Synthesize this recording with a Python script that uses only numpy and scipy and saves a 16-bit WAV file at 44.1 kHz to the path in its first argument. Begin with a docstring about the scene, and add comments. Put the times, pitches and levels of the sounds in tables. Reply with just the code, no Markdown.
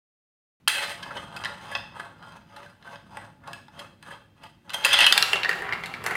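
"""A marble drops into the plastic funnel of a block track, close by in a small, hard room.
It circles the bowl in long ellipses, drumming on the plastic, swelling on each fast pass and
ticking over the rim of the hole. Then it rattles round the hole, falls through, bounces on the
slide and knocks along the joints of the chutes. All the way down, the tower rumbles under it."""
import sys
import numpy as np
from scipy import signal
from scipy.fft import rfft, irfft, next_fast_len
from scipy.io import wavfile
from scipy.ndimage import uniform_filter1d

SR = 44100
rng = np.random.default_rng(int(sys.argv[2]) if len(sys.argv) > 2 else 0)


def transcribe(signal):
    """Save signal, clipped to [-1, 1], as a 16-bit WAV file at the path in sys.argv[1]."""
    frames = np.atleast_2d(signal).T
    limited = np.clip(frames, -1, 1)
    pcm = np.round(limited * 32767).astype(np.int16)
    wavfile.write(sys.argv[1], SR, pcm)


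N = 271656
TIME = np.arange(N) / SR


# fast passes, the run-in and then two an orbit: t/s, length/s, roll level/dB, grit level/dB
PASSES = [(0.678, 0.15, -41.5, -31.5), (0.806, 0.021, -33.5, -33), (1.037, 0.16, -40.5, -49.5),
          (1.35, 0.15, -41, -51), (1.62, 0.16, -43.5, -49), (1.982, 0.069, -40, -53.5),
          (2.236, 0.13, -49, -58.5), (2.547, 0.1, -46.5, -55.5), (2.881, 0.058, -45, -54),
          (3.13, 0.098, -45.5, -55.5), (3.48, 0.077, -46, -57.5), (3.785, 0.037, -43.5, -52),
          (4.084, 0.051, -44.5, -53), (4.429, 0.04, -49, -55.5), (4.735, 0.19, -39, -44.5)]
def passes():
    """Roll and grit gains in the bowl, and the bare swing: each pass swells, holds and fades."""
    land_s, through_s = 0.68, 5.1
    swell_db_per_s, fade_db_per_s = 147.5, 106.5  # base slopes: towards the hole, away from it
    steepen = 1 + 0.33 * np.maximum(TIME - land_s, 0)  # the orbit narrows
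    start, length, roll_db, grit_db = np.transpose(PASSES)[:, :, None]
    before, after = np.maximum(start - TIME, 0), np.maximum(TIME - start - length, 0)
    swing = amp(-(swell_db_per_s * before + fade_db_per_s * after) * steepen)
    inside = (TIME > land_s) & (TIME < through_s)
    roll, grit = (inside * np.max(swing * amp(db), axis=0) for db in (roll_db, grit_db))
    return roll, grit, np.where(inside & (TIME < start[-1]), swing.max(axis=0), 1)


# the ring of the bowl: f/Hz, width/Hz, level/dB
BOWL_MODES = [(573, 27, 1.5), (690, 8.4, 1), (863, 29, 2), (961.5, 76, -2), (1098, 34, -1),
              (1246, 85, -0.5), (1408, 51, 3.5), (1551, 56, 4), (1680, 64, 1), (1785, 110, -7),
              (1955, 28, 2.5), (2095, 35, -2.5), (2587, 34, 0.5), (2590, 82, -7), (2700, 54, -7),
              (2990, 95, -6), (3190, 56, 1), (3465, 38, -10), (3544, 29, -4.5), (4070, 33, 0),
              (4916, 190, -6), (6260, 390, -7), (8410, 1100, -6.5), (9100, 710, -10), (11250, 350, -30)]
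def bowl_ring(force):
    """The bowl rings under the circling marble."""
    return travelling(force, BOWL_MODES, broad_db=-10, shift_rate=14, shift_db=8.5)


# EQ of the roll in the bowl: f/Hz, level/dB
BOWL_EQ = [(150, -37), (300, -4), (550, -1.5), (900, 1), (1650, -8), (2100, -22.5), (3200, -23),
           (6000, -44.5)]
def bowl_roll(roll, grit):
    """The marble drums over the fine bumps of the bowl."""
    return rolling(amp(-0.8) * roll, amp(1) * grit, bowl_ring, BOWL_EQ,
                   rate=600, grit_rate=2000, spread_db=0.5, flutter_db=3)


# hard hits on the bowl: t/s, clack level/dB, knock level/dB, tick level/dB, spot f/Hz
BOWL_HITS = [(0.6757, -19, -24.5, -39, 3130), (0.679, -22.5, -40, -22, 4015),
             (1.4376, -35.5, -38, -62, 1500), (1.447, -32.5, -39, -45.5, 1450),
             (1.455, -32, -27.5, -60, 1050), (1.7512, -26, -29, -62, 3300),
             (2.2255, -54.5, -47.5, -72, 1650), (2.321, -55, -51, -67.5, 1380),
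             (2.661, -55.5, -48, -72, 1580), (2.8254, -54, -55, -77, 1650), (2.957, -49, -46, -70, 824),
             (3.1702, -46, -35.5, -52, 857), (3.475, -47.5, -52, -57, 855), (3.5315, -37.5, -44, -50, 1670),
             (3.682, -58, -48.5, -75, 880), (4.0262, -49.5, -52, -57, 1680), (4.6945, -41, -45, -57, 4050),
             (4.7026, -38.5, -40.5, -52.5, 3030), (4.743, -28, -33.5, -35, 3210),
             (4.8476, -15, -30, -26, 2660), (4.853, -21, -23, -29, 3120), (4.8634, -24, -27, -42, 3200),
             (4.989, -16, -25.5, -30.5, 2770), (5.0047, -17.5, -27, -30, 2634),
             (5.042, -14, -25, -42, 3190), (5.0646, -11.5, -24.5, -26.5, 2920)]
def bowl_hits():
    """The marble strikes the bowl as it lands, circles and chatters round the hole."""
    return blows(BOWL_HITS, shell(BOWL_MODES, broad_db=-11), rise_s=0.00047, contact_t60=0.014,
                 soft_hz=6000, buzz_t60=0.059, buzz_db=-15.5, spot_width_hz=86, spot_db=11,
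                 lowest_hz=580, level_db=0, room_db=-6)


# glancing rubs: t/s, clack level/dB, knock level/dB, tick level/dB, spot f/Hz
BOWL_SCUFFS = [(1.026, -37, -40.5, -53.5, 1690), (1.106, -64, -35, -75, 1350),
               (1.167, -36.5, -35.5, -73, 2990), (1.362, -37, -39.5, -50, 1380),
               (1.713, -60, -36.5, -52.5, 1676), (1.995, -46.5, -33.5, -54.5, 1690),
               (2.561, -49.5, -45, -58, 860), (2.869, -70, -43, -66, 1523),
               (3.435, -69, -49.5, -74.5, 1710), (3.79, -40.5, -44.5, -51, 3320),
               (4.104, -57, -40.5, -60, 1683), (4.433, -47.5, -48, -58.5, 870),
               (4.7335, -32.5, -39.5, -41, 3020), (4.928, -16, -26, -26, 3460),
               (4.938, -18, -21, -35, 3390)]
def bowl_scuffs():
    """The marble grazes the bowl and the rim of the hole: long contacts with a soft attack."""
    return blows(BOWL_SCUFFS, shell(BOWL_MODES, broad_db=-11), rise_s=0.01, contact_t60=0.036,
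                 soft_hz=4500, buzz_t60=0.041, buzz_db=-33, spot_width_hz=53, spot_db=13.5,
                 lowest_hz=490, level_db=-0.5, room_db=-9)


# envelope of the whirl: t/s, level/dB
WHIRL_ENVELOPE = [(4.84, -14), (4.868, -22), (4.986, -16), (5.02, -7.5), (5.11, -25)]
# its bright EQ: f/Hz, level/dB
WHIRL_EQ = [(150, -8.5), (400, -7), (1200, -2.5), (3000, 6.5), (5000, 0.5), (6500, -13.5), (9500, -11.5),
            (16000, -37)]
def whirl():
    """The marble whirls inside the hole; dense collisions ring the bowl."""
    return envelope(WHIRL_ENVELOPE) * coloured(bowl_ring(bumps(rate=2500, spread_db=4)), WHIRL_EQ)


# the landing on the slide: t/s, clack level/dB, knock level/dB, tick level/dB, spot f/Hz
DROP = (5.1245, -15.5, -22, -25.5, 3898)
def drop():
    """The marble falls onto the slide and rebounds twice, each time sooner and weaker."""
    first_flight_s, shrink, loss_db = 0.053, 0.904, 1.7
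    start, clack, knock, tick, hz = DROP
    bounce = np.arange(3)
    flights = first_flight_s * shrink ** bounce
    times = start + np.cumsum(flights) - flights
    hits = [(s, clack - db, knock - db, tick - db, hz) for s, db in zip(times, loss_db * bounce)]
    return blows(hits, struck_chute, rise_s=0.0001, contact_t60=0.0018,
                 soft_hz=10000, buzz_t60=0.037, buzz_db=-15, spot_width_hz=990, spot_db=7.5,
                 lowest_hz=554, level_db=2.5, room_db=-9)


# hits down the chutes: t/s, clack level/dB, knock level/dB, tick level/dB, spot f/Hz
CHUTE_HITS = [(5.112, -47, -29, -62, 3290), (5.3317, -18.5, -19, -36.5, 2840),
              (5.3565, -31, -31.5, -60, 800), (5.4325, -24.5, -32, -52, 2730), (5.447, -31, -23, -55, 1860),
              (5.4919, -26, -18, -40, 1880), (5.5125, -30.5, -27, -58, 1870), (5.5295, -34, -27, -58, 1960),
              (5.621, -49, -30, -52, 1860), (5.691, -44, -29.5, -67, 1870), (5.7244, -30, -23.5, -59, 2170),
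              (5.733, -32.5, -27, -54, 2260), (5.8364, -32.5, -31, -55, 2170),
              (5.859, -39.5, -39, -46.5, 4070), (5.9384, -32, -32, -57, 2180),
              (6.04, -43, -36.5, -44.5, 880), (6.063, -30, -24, -35, 2030), (6.109, -41, -29.5, -47, 1970),
              (6.153, -39, -26, -46, 2280)]
def chute_hits():
    """The marble knocks on joints and walls, and the loose joints buzz."""
    return blows(CHUTE_HITS, struck_chute, rise_s=0.00016, contact_t60=0.0062,
                 soft_hz=8800, buzz_t60=0.078, buzz_db=-8, spot_width_hz=310, spot_db=11,
                 lowest_hz=393, level_db=0.5, room_db=-8)


# the ring all chute pieces share: f/Hz, width/Hz, level/dB
CHUTE_MODES = [(410, 54, -0.5), (566, 26, -16), (773, 20, -2), (1162, 18, -2), (1380, 240, -10.5),
               (1860, 830, -1), (2300, 27, 0), (2730, 35, 5.5), (3350, 50, -29), (4620, 120, -27),
               (7350, 1000, -7), (9350, 1400, -9.5)]
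def struck_chute(f):
    """Response of a chute to a hard blow, which also rings the stiff side walls."""
    side_walls = (4370, 2400, -30)
    return shell([*CHUTE_MODES, side_walls], broad_db=-5)(f)


# chute pieces as they are crossed: entry t/s, ring f/Hz, roll level/dB, grit level/dB
PIECES = [(5.12, 1350, -33, -21), (5.33, 2730, -35.5, -41), (5.48, 1780, -31.5, -29.5),
          (5.6, 2070, -36, -42), (5.75, 1330, -38.5, -38.5), (6.04, 1520, -30.5, -39)]
# EQ of the roll in the chutes: f/Hz, level/dB
CHUTE_EQ = [(150, -27), (350, -7), (900, 2), (2000, -10.5), (3200, -16.5), (6000, -36)]
def chute_roll():
    """Each joint stirs the marble up, then it settles; each piece adds its own note to the roll."""
    settle_db_per_s = 13
    entries, notes_hz, roll_db, grit_db = np.transpose(PIECES)
    piece = np.maximum(np.searchsorted(entries, TIME, side="right") - 1, 0)
    age = TIME - entries[piece]
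    settle = (age >= 0) * amp(-settle_db_per_s * np.maximum(age, 0))
    roll, grit = (uniform_filter1d(settle * amp(db[piece]), size=600) for db in (roll_db, grit_db))

    def ring(force):
        notes = sum(filtered(force * (piece == k), lambda f: resonance(f, hz, width_hz=120))
                    for k, hz in enumerate(notes_hz))
        shared = travelling(force, CHUTE_MODES, broad_db=0, shift_rate=12, shift_db=18.5)
        return amp(8.5) * notes + shared

    return rolling(amp(-2) * roll, amp(-11) * grit, ring, CHUTE_EQ,
                   rate=450, grit_rate=1200, spread_db=2.5, flutter_db=0.5)


# EQ of the gritty top of every roll: f/Hz, level/dB
GRIT_EQ = [(800, -26.5), (1800, 9), (2800, 12), (4200, 8.5), (6000, -0.5), (9500, -5), (12000, -6.5),
           (16000, -10)]
def rolling(roll, grit, ring, eq, rate, grit_rate, spread_db, flutter_db):
    """Surface bumps drum on the part under a fluttering pressure; denser specks add grit."""
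    pressure = amp(flutter_db * wobble(60))
    drum = coloured(ring(pressure * bumps(rate, spread_db)), eq)
    specks = coloured(ring(pressure * bumps(grit_rate, spread_db)), GRIT_EQ)
    return roll * drum + grit * specks


def blows(hits, body, rise_s, contact_t60, soft_hz, buzz_t60, buzz_db, spot_width_hz, spot_db,
          lowest_hz, level_db, room_db):
    """A burst of contact and a short buzz of the loose blocks ring the part, then the room."""
    out, t = np.zeros(N + SR), np.arange(SR // 6) / SR
    size = next_fast_len(2 * len(t))
    f = np.fft.rfftfreq(size, 1 / SR)
    response = body(f) / (1 + 1j * f / soft_hz)  # the plastic yields and dulls the top
    for s, clack_db, knock_db, tick_db, spot_hz in hits:
        attack = 1 - np.exp(-t / rise_s)
        decay = amp(-60 * t / contact_t60) + amp(buzz_db - 60 * t / buzz_t60)
        force = attack * decay * rng.choice([-1, 1], len(t))
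        spot = 1 + amp(spot_db) * resonance(f, spot_hz, spot_width_hz)  # the spot favours one mode
        echo_s = rng.uniform(0.0002895, 0.001276)  # the wave returns from the nearest edge
        edge = 1 + 0.46 * np.exp(-2j * np.pi * f * echo_s)
        ring = irfft(rfft(force, size) * response * spot * edge, size)[:len(t)]
        knock = amp(knock_db) * band(ring, lowest_hz, 2140, order=4)
        clack = amp(clack_db) * band(ring, 2096, 5075, order=3)
        tick = amp(tick_db) * band(ring, 5290, 15000, order=3)
        hit = amp(level_db) * (knock - clack + tick)
        heard = amp(room_db) * signal.fftconvolve(hit, room_tail())
        heard[:len(t)] += hit
        out[round(s * SR):][:len(heard)] += heard
    return out[:N]


def bumps(rate, spread_db):
    """Force of tiny random collisions with the surface, rate a second."""
    kicks = (rng.random(N) < rate / SR) * rng.choice([-1, 1], N)
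    return kicks * amp(spread_db * np.clip(rng.standard_normal(N), -2, 2))


def travelling(force, modes, broad_db, shift_rate, shift_db):
    """A moving contact crosses each mode's nodes and bellies, so their strengths keep shifting."""
    out = amp(broad_db) * force
    for hz, width, db in modes:
        b, a = signal.iirpeak(hz, hz / width, fs=SR)
        strength = amp(db + shift_db * np.tanh(wobble(shift_rate)))
        out += signal.lfilter(b, a, force * strength)
    return out


def shell(modes, broad_db):
    """Response of a plastic part: clear resonances over a broad bed of damped ones."""
    return lambda f: amp(broad_db) + sum(amp(db) * resonance(f, hz, width) for hz, width, db in modes)


# slow envelope of the rumble: t/s, level/dB
TOWER_ENVELOPE = [(0.62, -57), (1.2, -48), (2.8, -56.5), (3.15, -51.5), (4.4, -55.5), (5.05, -52),
                  (6.16, -46)]
# boom of the tower on its base plate: f/Hz, width/Hz, level/dB
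TOWER_MODES = [(57.2, 16, 2.5), (103.1, 5.3, 8), (164, 27, -11.5)]
# EQ of the rumble: f/Hz, level/dB
TOWER_EQ = [(15, -46.5), (25, -43), (42, -10), (71, -5), (103, 0), (178, 2.5), (350, -8.5), (460, -53),
            (770, -120)]
def tower_rumble(swing):
    """The block tower shakes under the moving marble, a little harder on each pass."""
    follow = 0.16  # share of the swing in dB
    shaking = filtered(rng.standard_normal(N), shell(TOWER_MODES, broad_db=4))
    return envelope(TOWER_ENVELOPE) * swing ** follow * coloured(shaking, TOWER_EQ)


# reverb decay of the room: f/Hz, t60/s
ROOM_DECAY = [(200, 0.97), (800, 0.37), (3000, 0.52), (8000, 0.46), (15000, 0.4)]
def room_tail():
    """Diffuse reflections of energy 1 that build up quickly and linger longest in the bass."""
    hz, t, noise = signal.stft(rng.standard_normal(SR * 6 // 10), SR, nperseg=256)
    build = 1 - np.exp(-(t / 0.0064) ** 2)
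    decay = amp(-60 * t / along(ROOM_DECAY, hz)[:, None])
    tail = signal.istft(noise * build * decay, SR, nperseg=256)[1]
    return tail / np.linalg.norm(tail)


def in_room(x, wet_db):
    """A running sound plus its reverb."""
    return x + amp(wet_db) * signal.fftconvolve(x, room_tail())[:N]


# EQ of the room tone: f/Hz, level/dB
AIR_EQ = [(30, -11), (100, 5.5), (300, 3), (1000, -5), (3000, -12), (8000, -23.5), (16000, -25)]
def room_tone():
    """The room's own air, a steady dark noise."""
    return coloured(rng.standard_normal(N), AIR_EQ)


def amp(db):
    """Decibels to gain."""
    return 10 ** (np.asarray(db) / 20)


def along(points, hz):
    """A curve through (Hz, value) points on a log axis."""
    f, value = np.transpose(points)
    return np.interp(np.log(hz + 1), np.log(f + 1), value)


def envelope(points):
    """Gain through (s, dB) points, closed outside their span."""
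    s, db = np.transpose(points)
    gate = uniform_filter1d(1. * ((TIME >= s[0]) & (TIME <= s[-1])), size=300)
    return gate * amp(np.interp(TIME, s, db))


def wobble(rate):
    """A random curve, rate knots a second."""
    knots = rng.standard_normal(N // 100)
    return np.interp(TIME * rate, np.arange(len(knots)), knots)


def resonance(f, hz, width_hz):
    """Response of one damped mode, 1 at its centre."""
    return 1j * f * width_hz / (hz * hz - f * f + 1j * f * width_hz)


def filtered(x, response):
    """x through a complex frequency response."""
    size = next_fast_len(len(x) + SR // 10)
    return irfft(rfft(x, size) * response(np.fft.rfftfreq(size, 1 / SR)), size)[:len(x)]


def coloured(x, eq):
    """x through an EQ curve, at rms 1."""
    y = filtered(x, lambda hz: amp(along(eq, hz)))
    return y / np.sqrt(np.mean(y ** 2) + 1e-20)


def band(x, lo_hz, hi_hz, order):
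    """One band of a blow, at rms 1 over its first 10 ms."""
    y = signal.sosfilt(signal.butter(order, [lo_hz, hi_hz], "band", fs=SR, output="sos"), x)
    return y / np.sqrt(np.mean(y[:SR // 100] ** 2))


def scene():
    """Mono mix: bowl, then chutes, over the rumble and the room tone."""
    roll, grit, swing = passes()
    bowl = bowl_hits() + bowl_scuffs()
    bowl += in_room(bowl_roll(roll, grit) + amp(-7.5) * whirl(), wet_db=-8)
    chutes = drop() + chute_hits() + in_room(chute_roll(), wet_db=-1)
    background = amp(-0.5) * tower_rumble(swing) + amp(-67) * room_tone()
    return (bowl + chutes + background)[None]


def record(dry):
    """A gate opens just before the marble lands; a soft clip and a steep low-pass follow."""
    open_s, top_hz = 0.6, 16000
    opened = np.where(TIME < open_s, amp(-48), 1) * dry[0]
    rounded = opened / (1 + np.abs(opened) ** 6) ** (1 / 6)
    return filtered(rounded, lambda hz: 1 / (1 + (hz / top_hz) ** 120))[None]


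dry = scene()
out = record(dry)
transcribe(out)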